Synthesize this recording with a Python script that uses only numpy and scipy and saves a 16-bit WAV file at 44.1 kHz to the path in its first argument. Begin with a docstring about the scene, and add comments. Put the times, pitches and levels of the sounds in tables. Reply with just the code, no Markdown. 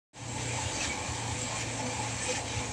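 """Threshing machine and diesel engine

The two run steadily in an open field, and the sound fades in from silence.
Engine firings and drum beaters hum as sums of sine waves that waver a little. Short swelling tones
make the thuds of the sieve, the rings of the panels and the flares of the metal casing.
Filtered noise makes the roar of air and straw, and random clicks and noise pelt and ring the casing
as grain does. A faint hiss lies on top."""
import sys
import numpy as np
from scipy import signal
from scipy.fft import rfft, irfft
from scipy.io import wavfile
from scipy.ndimage import uniform_filter1d

SR = 44100
rng = np.random.default_rng(int(sys.argv[2]) if len(sys.argv) > 2 else 0)


def int16_out(signal):
    """Quantize to a 16-bit WAV file."""
    q = np.round(np.clip(np.atleast_2d(signal).T, -1, 1) * 32767)
    wavfile.write(sys.argv[1], SR, q.astype(np.int16))


def nominal_scale(level):
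    """Amplitude ratio for a level in decibels (scalar or array-like)."""
    x = np.asarray(level, float) / 20
    return 10 ** x


N = 119952  # length in samples

# The engine's course. Each row: time in seconds, four times the firing rate in Hz, level in dB.
ENGINE = [(0.2, 117.7, -50), (0.22, 117.6, -41.5), (0.55, 117.9, -40.5), (0.62, 117.7, -47),
          (0.66, 116.8, -40.5), (0.7, 116.1, -49.5), (1.08, 115.2, -52.5), (1.1, 115.1, -37),
          (1.12, 114.9, -46.5), (1.27, 114.8, -41.5), (1.86, 115.0, -47), (2.23, 114.7, -42.5),
          (2.23, 114.5, -48), (2.54, 113.7, -44.5), (2.6, 113.8, -33), (2.63, 113.7, -50),
          (2.64, 113.7, -45), (2.72, 113.8, -46)]
# Crop fed to the drum. Each row: time in seconds, gain of the grain sound in dB,
# gain of the casing's treble ring in dB.
FEED = [(0.3, -43.5, 1), (0.39, -42.5, -2), (0.78, -40, -3.5), (0.85, -35, -16), (0.89, -41, -1),
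        (0.93, -41, -23.5), (0.96, -43, -3), (1.01, -42, -5), (1.43, -42.5, 2), (1.54, -42, -6),
        (1.58, -42.5, 6.5), (1.61, -37.5, -28), (1.66, -43, -3.5), (2.19, -41, -3), (2.24, -41.5, 10.5),
        (2.3, -38, -7.5), (2.37, -39, 2.5), (2.44, -44.5, 2.5), (2.45, -42, -8), (2.6, -41, -7.5),
        (2.62, -43, 2), (2.72, -42.5, -7)]


def level(x, db):
    """Scale a sound to an rms level in dB."""
    return x * nominal_scale(db) / np.sqrt(np.mean(x ** 2))


def curve(table, column):
    """Draw straight lines through one column of a table, against the time in its first column."""
    points = np.array(table)
    return np.interp(np.arange(N) / SR, points[:, 0], points[:, column])


def walk(rate):
    """Wander at random around 0 with a spread near 1: new values `rate` times a second, smoothed twice."""
    hold = int(SR / rate)
    steps = np.repeat(rng.standard_normal(N // hold + 1), hold)
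    smooth = uniform_filter1d(uniform_filter1d(steps, hold), hold)
    return 1.3 * smooth[:N]  # smoothing shrank the spread


def colour(x, table):
    """Filter a sound by a gain curve given as (Hz, dB) points."""
    points = np.array(table)
    hz = np.fft.rfftfreq(N, 1 / SR) + 1  # the 1 avoids log(0)
    gain_db = np.interp(np.log(hz), np.log(points[:, 0]), points[:, 1])
    return irfft(rfft(x) * nominal_scale(gain_db), N)


def ring(x, hz, width_hz):
    """Pass a sound through one resonance and scale the result to rms 1."""
    return level(signal.lfilter(*signal.iirpeak(hz, hz / width_hz, SR), x), 0)


def flickering(x, edges_hz, own_db, rate):
    """Split a sound into bands, let the level of each wander on its own, and add them up again."""
    spectrum, hz = rfft(x), np.fft.rfftfreq(N, 1 / SR)
    out = np.zeros(N)
    for low, high in zip(edges_hz[:-1], edges_hz[1:]):
        band = irfft(spectrum * ((hz >= low) & (hz < high)), N)
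        out += band * nominal_scale(own_db * walk(rate))
    return out


def swell(s, length, db):
    """Loudness of one event: a smooth hump from 0.31 lengths before time s, 1.5 lengths long in all."""
    progress = np.clip((np.arange(N) / SR - s) / length + 0.31, 0, 1.5) / 1.5
    return nominal_scale(db) * np.sin(np.pi * progress) ** 2


def top_hiss():
    """Faint high noise whose level in dB moves half as far as that of the fed crop."""
    # Colour of the hiss. Each row: frequency in Hz, noise power per Hz in relative dB.
    hiss_colour = [(9000, -28), (9800, -1), (11000, -7), (11600, -8), (12300, -10), (12900, -15),
                   (13500, -7), (13900, -8), (14300, -22), (14650, -17), (14950, -21), (15400, -15)]
    hiss = level(colour(rng.standard_normal(N), hiss_colour), -71.5)
    return hiss * nominal_scale(0.5 * (curve(FEED, column=1) + 46.5) + 1.2 * walk(20))


def roar():
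    """Air and straw churn in the drum as flickering noise and sound the hollow housing."""
    # Colour of the churning. Each row: frequency in Hz, noise power per Hz in relative dB.
    churn_colour = [(18, -40), (30, -15.5), (65, -4.5), (96, -1.5), (113, -7), (135, -3), (167, -6.5),
                    (282, -1), (398, -11.5), (485, -7), (620, -7.5), (706, -8), (874, -2.5), (1120, -15.5),
                    (1500, -22.5), (1950, -30), (3300, -120)]
    # Hollow tones of the housing. Each row: frequency in Hz, width in Hz, level against the churn in dB.
    housing = [(858, 64, -17.5), (500, 37, -18), (1065, 39, -23)]
    noise = rng.standard_normal(N)
    churn = flickering(colour(noise, churn_colour), np.geomspace(20, 2000, num=15), own_db=2.0, rate=16)
    hollow = sum(nominal_scale(db + 4.2 * walk(20)) * ring(noise, hz, width) for hz, width, db in housing)
    return nominal_scale(-40) * (level(churn, 0) + hollow)


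def grain():
    """Dense random hits pelt the casing and ring its resonances, which flare at random."""
    # Colour of the pelting. Each row: frequency in Hz, noise power per Hz in relative dB.
    pelt_colour = [(710, -47), (1200, -5.5), (1490, -7), (1750, -2.5), (2040, 0), (2420, -4), (2720, -2.5),
                   (3190, -6), (3530, -4), (4510, -5.5), (5250, -6), (6110, -4.5), (6590, -6), (7670, -2.5),
                   (9000, -16), (11700, -29), (19800, -120)]
    # Casing resonances. Each row: frequency in Hz, width in Hz, relative level in dB.
    casing = [(1780, 180, -15.5), (2294, 125, -13), (2436, 102, -8.5), (3110, 195, -12.5), (3953, 70, -19),
              (4403, 43, -19), (5640, 270, -18.5), (6240, 150, -11), (6920, 170, -14), (9220, 330, -23.5)]
    # Treble resonances that follow the feed. Each row: frequency in Hz, width in Hz, relative level in dB.
    treble_ring = [(7040, 140, -13.5), (7594, 124, -3.5), (8020, 160, -11)]
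    grains_per_s = 5000

    draw = rng.random((N, 2))  # whether a grain lands on this sample, and how hard
    clicks = (draw[:, 0] < grains_per_s / SR) * (2 * draw[:, 1] - 1)
    hits = level(clicks, -2.5) + 0.85 * rng.standard_normal(N)
    pelt = flickering(colour(hits, pelt_colour), np.geomspace(800, 16000, num=22), own_db=1.55, rate=22)

    def modes(table):
        return sum(nominal_scale(db + 3.2 * walk(18)) * ring(hits, hz, width) for hz, width, db in table)

    # many thin resonances at random pitches, each 52 Hz wide
    thin = sum(nominal_scale(5.2 * walk(15)) * ring(hits, hz, 52.0) for hz in rng.uniform(890, 9200, size=60))
    ringing = modes(casing) + nominal_scale(curve(FEED, column=2)) * modes(treble_ring)
    ringing = colour(ringing, [(8400, -3.5), (9400, -5), (10000, -38), (12000, -58)])
    body = level(pelt, -1.4) + level(colour(thin, pelt_colour), -9) + ringing
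    return body * nominal_scale(curve(FEED, column=1) + 0.75 * walk(39.92))


def casing_flares():
    """A casing mode, scraped or pelted harder, swells as a tone with rough loudness and phase."""
    # Each row: time in seconds, length in seconds, peak level in dB, pitch in Hz.
    flares = [(0.644, 0.037, -41, 2800), (.72, 0.073, -44, 4540), (0.766, 0.079, -49, 5640),
              (0.778, 0.08, -53, 2300), (0.795, 0.032, -46, 2600), (0.788, .09, -48, 6050),
              (.82, .06, -39, 3130), (0.832, 0.091, -49, 3790), (0.889, 0.044, -38.5, 2270),
              (1.226, 0.15, -42, 872), (1.427, 0.11, -47, 2315), (1.83, .1, -45, 6170),
              (1.86, .11, -46, 2370), (1.993, 0.089, -40.5, 847), (2.08, 0.13, -49, 6200),
              (2.123, .12, -50, 4350), (2.2, 0.066, -43, 1780), (2.273, 0.057, -43, 6230),
              (2.26, 0.14, -40, 2490), (2.333, 0.073, -49, 1780), (2.342, .06, -38.5, 828),
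              (2.47, 0.24, -48.5, 2372)]
    out, t = np.zeros(N), np.arange(N) / SR
    for s, length, db, hz in flares:
        tone = np.sin(2 * np.pi * hz * t + 0.95 * walk(120))  # phase wander in radians
        out += swell(s, length, db + 5.0 * walk(90)) * tone
    return out


def knocks():
    """The sieve thuds softly and low, and panels ring briefly, as tones that waver slightly."""
    # Sieve thuds. Each row: time in seconds, peak level in dB, pitch in Hz.
    thuds = [(.42, -54, 95), (.54, -40.5, 90), (0.644, -33.5, 85), (.87, -35, 70), (1.09, -37.5, 85),
             (1.31, -33.5, 85), (1.53, -50, 80), (1.76, -49, 65), (1.96, -38, 85), (2.22, -37, 80),
             (2.43, -37, 75), (2.56, -30, 90), (2.67, -40, 70)]
    # Panel rings. Each row: time in seconds, length in seconds, peak level in dB, pitch in Hz.
    rings = [(0.355, 0.057, -39, 865), (0.987, .06, -41.5, 500), (1.275, 0.063, -37.5, 830),
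             (1.373, 0.14, -40.5, 500), (1.513, 0.074, -40.5, 1060), (1.788, 0.033, -34.5, 870),
             (1.81, 0.17, -38, 500), (1.816, 0.1, -37, 250), (1.99, 0.077, -40, 270),
             (2.037, .06, -46, 1090), (2.286, 0.045, -28.5, 500), (2.52, 0.05, -50, 890)]
    thud_s = 0.044
    events = [(s, thud_s, db, hz) for s, db, hz in thuds] + list(rings)
    out, t = np.zeros(N), np.arange(N) / SR
    for s, length, db, hz in events:
        tone = np.sin(2 * np.pi * hz * t + 0.76 * walk(30.24))  # phase wander in radians
        out += swell(s, length, db + 0.61 * walk(40)) * tone
    return out


def firing_phase():
    """Add up the changing firing rate into a phase in radians, which engine and drum share."""
    lead_s = 0.009906  # how far into its cycle the engine starts
    cycles = np.cumsum(curve(ENGINE, column=1) / 4) / SR
    return 2 * np.pi * (cycles + ENGINE[0][1] / 4 * lead_s)


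def drum(phase):
    """The drum's beaters hum at multiples of their beat, which is geared to the engine."""
    # Each row: multiple of the drum beat, rms level in dB.
    lines = [(6, -58.5), (7, -56.5), (8, -59.5), (13, -59), (22, -59.5)]
    beats_per_firing = 4 / 3
    out = np.zeros(N)
    for multiple, db in lines:
        tone = np.sin(multiple * beats_per_firing * phase + 0.75 * walk(4.65))
        out += nominal_scale(db + 1.83 * walk(9.14)) * tone
    return np.sqrt(2) * out  # a sine's peak is root 2 times its rms


def engine(phase):
    """Firings in the exhaust sound as sine waves at low multiples of the firing rate."""
    # Each row: multiple of the firing rate, gain on the engine level in dB.
    orders = [(2, -15), (3, -10), (4, 2), (5, -13)]
    tones = sum(nominal_scale(db + 1.7 * walk(12.14)) * np.sin(k * phase) for k, db in orders)
    return np.sqrt(2) * tones * nominal_scale(curve(ENGINE, column=2))


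def scene():
    """Add all sources into one channel; the machine's treble falls away steeply, the hiss stays."""
    phase = firing_phase()
    machine = roar() + grain() + casing_flares() + knocks() + drum(phase) + engine(phase)
    machine = colour(machine, [(9300, -0.5), (9900, -6), (11000, -37), (12000, -60)])
    return (machine + top_hiss())[None]


def low_pass(x):
    """Removes everything above the highest recorded frequency."""
    return signal.sosfilt(signal.butter(12, 15480, fs=SR, output="sos"), x)


def record(dry):
    """Fade the sound in from silence and return the finished mix."""
    fade_start_s, fade_s = 0.131, 0.28
    fade = np.clip((np.arange(N) / SR - fade_start_s) / fade_s, 0, 1) ** 0.66
    return low_pass(dry * fade)


dry = scene()
out = record(dry)
int16_out(out)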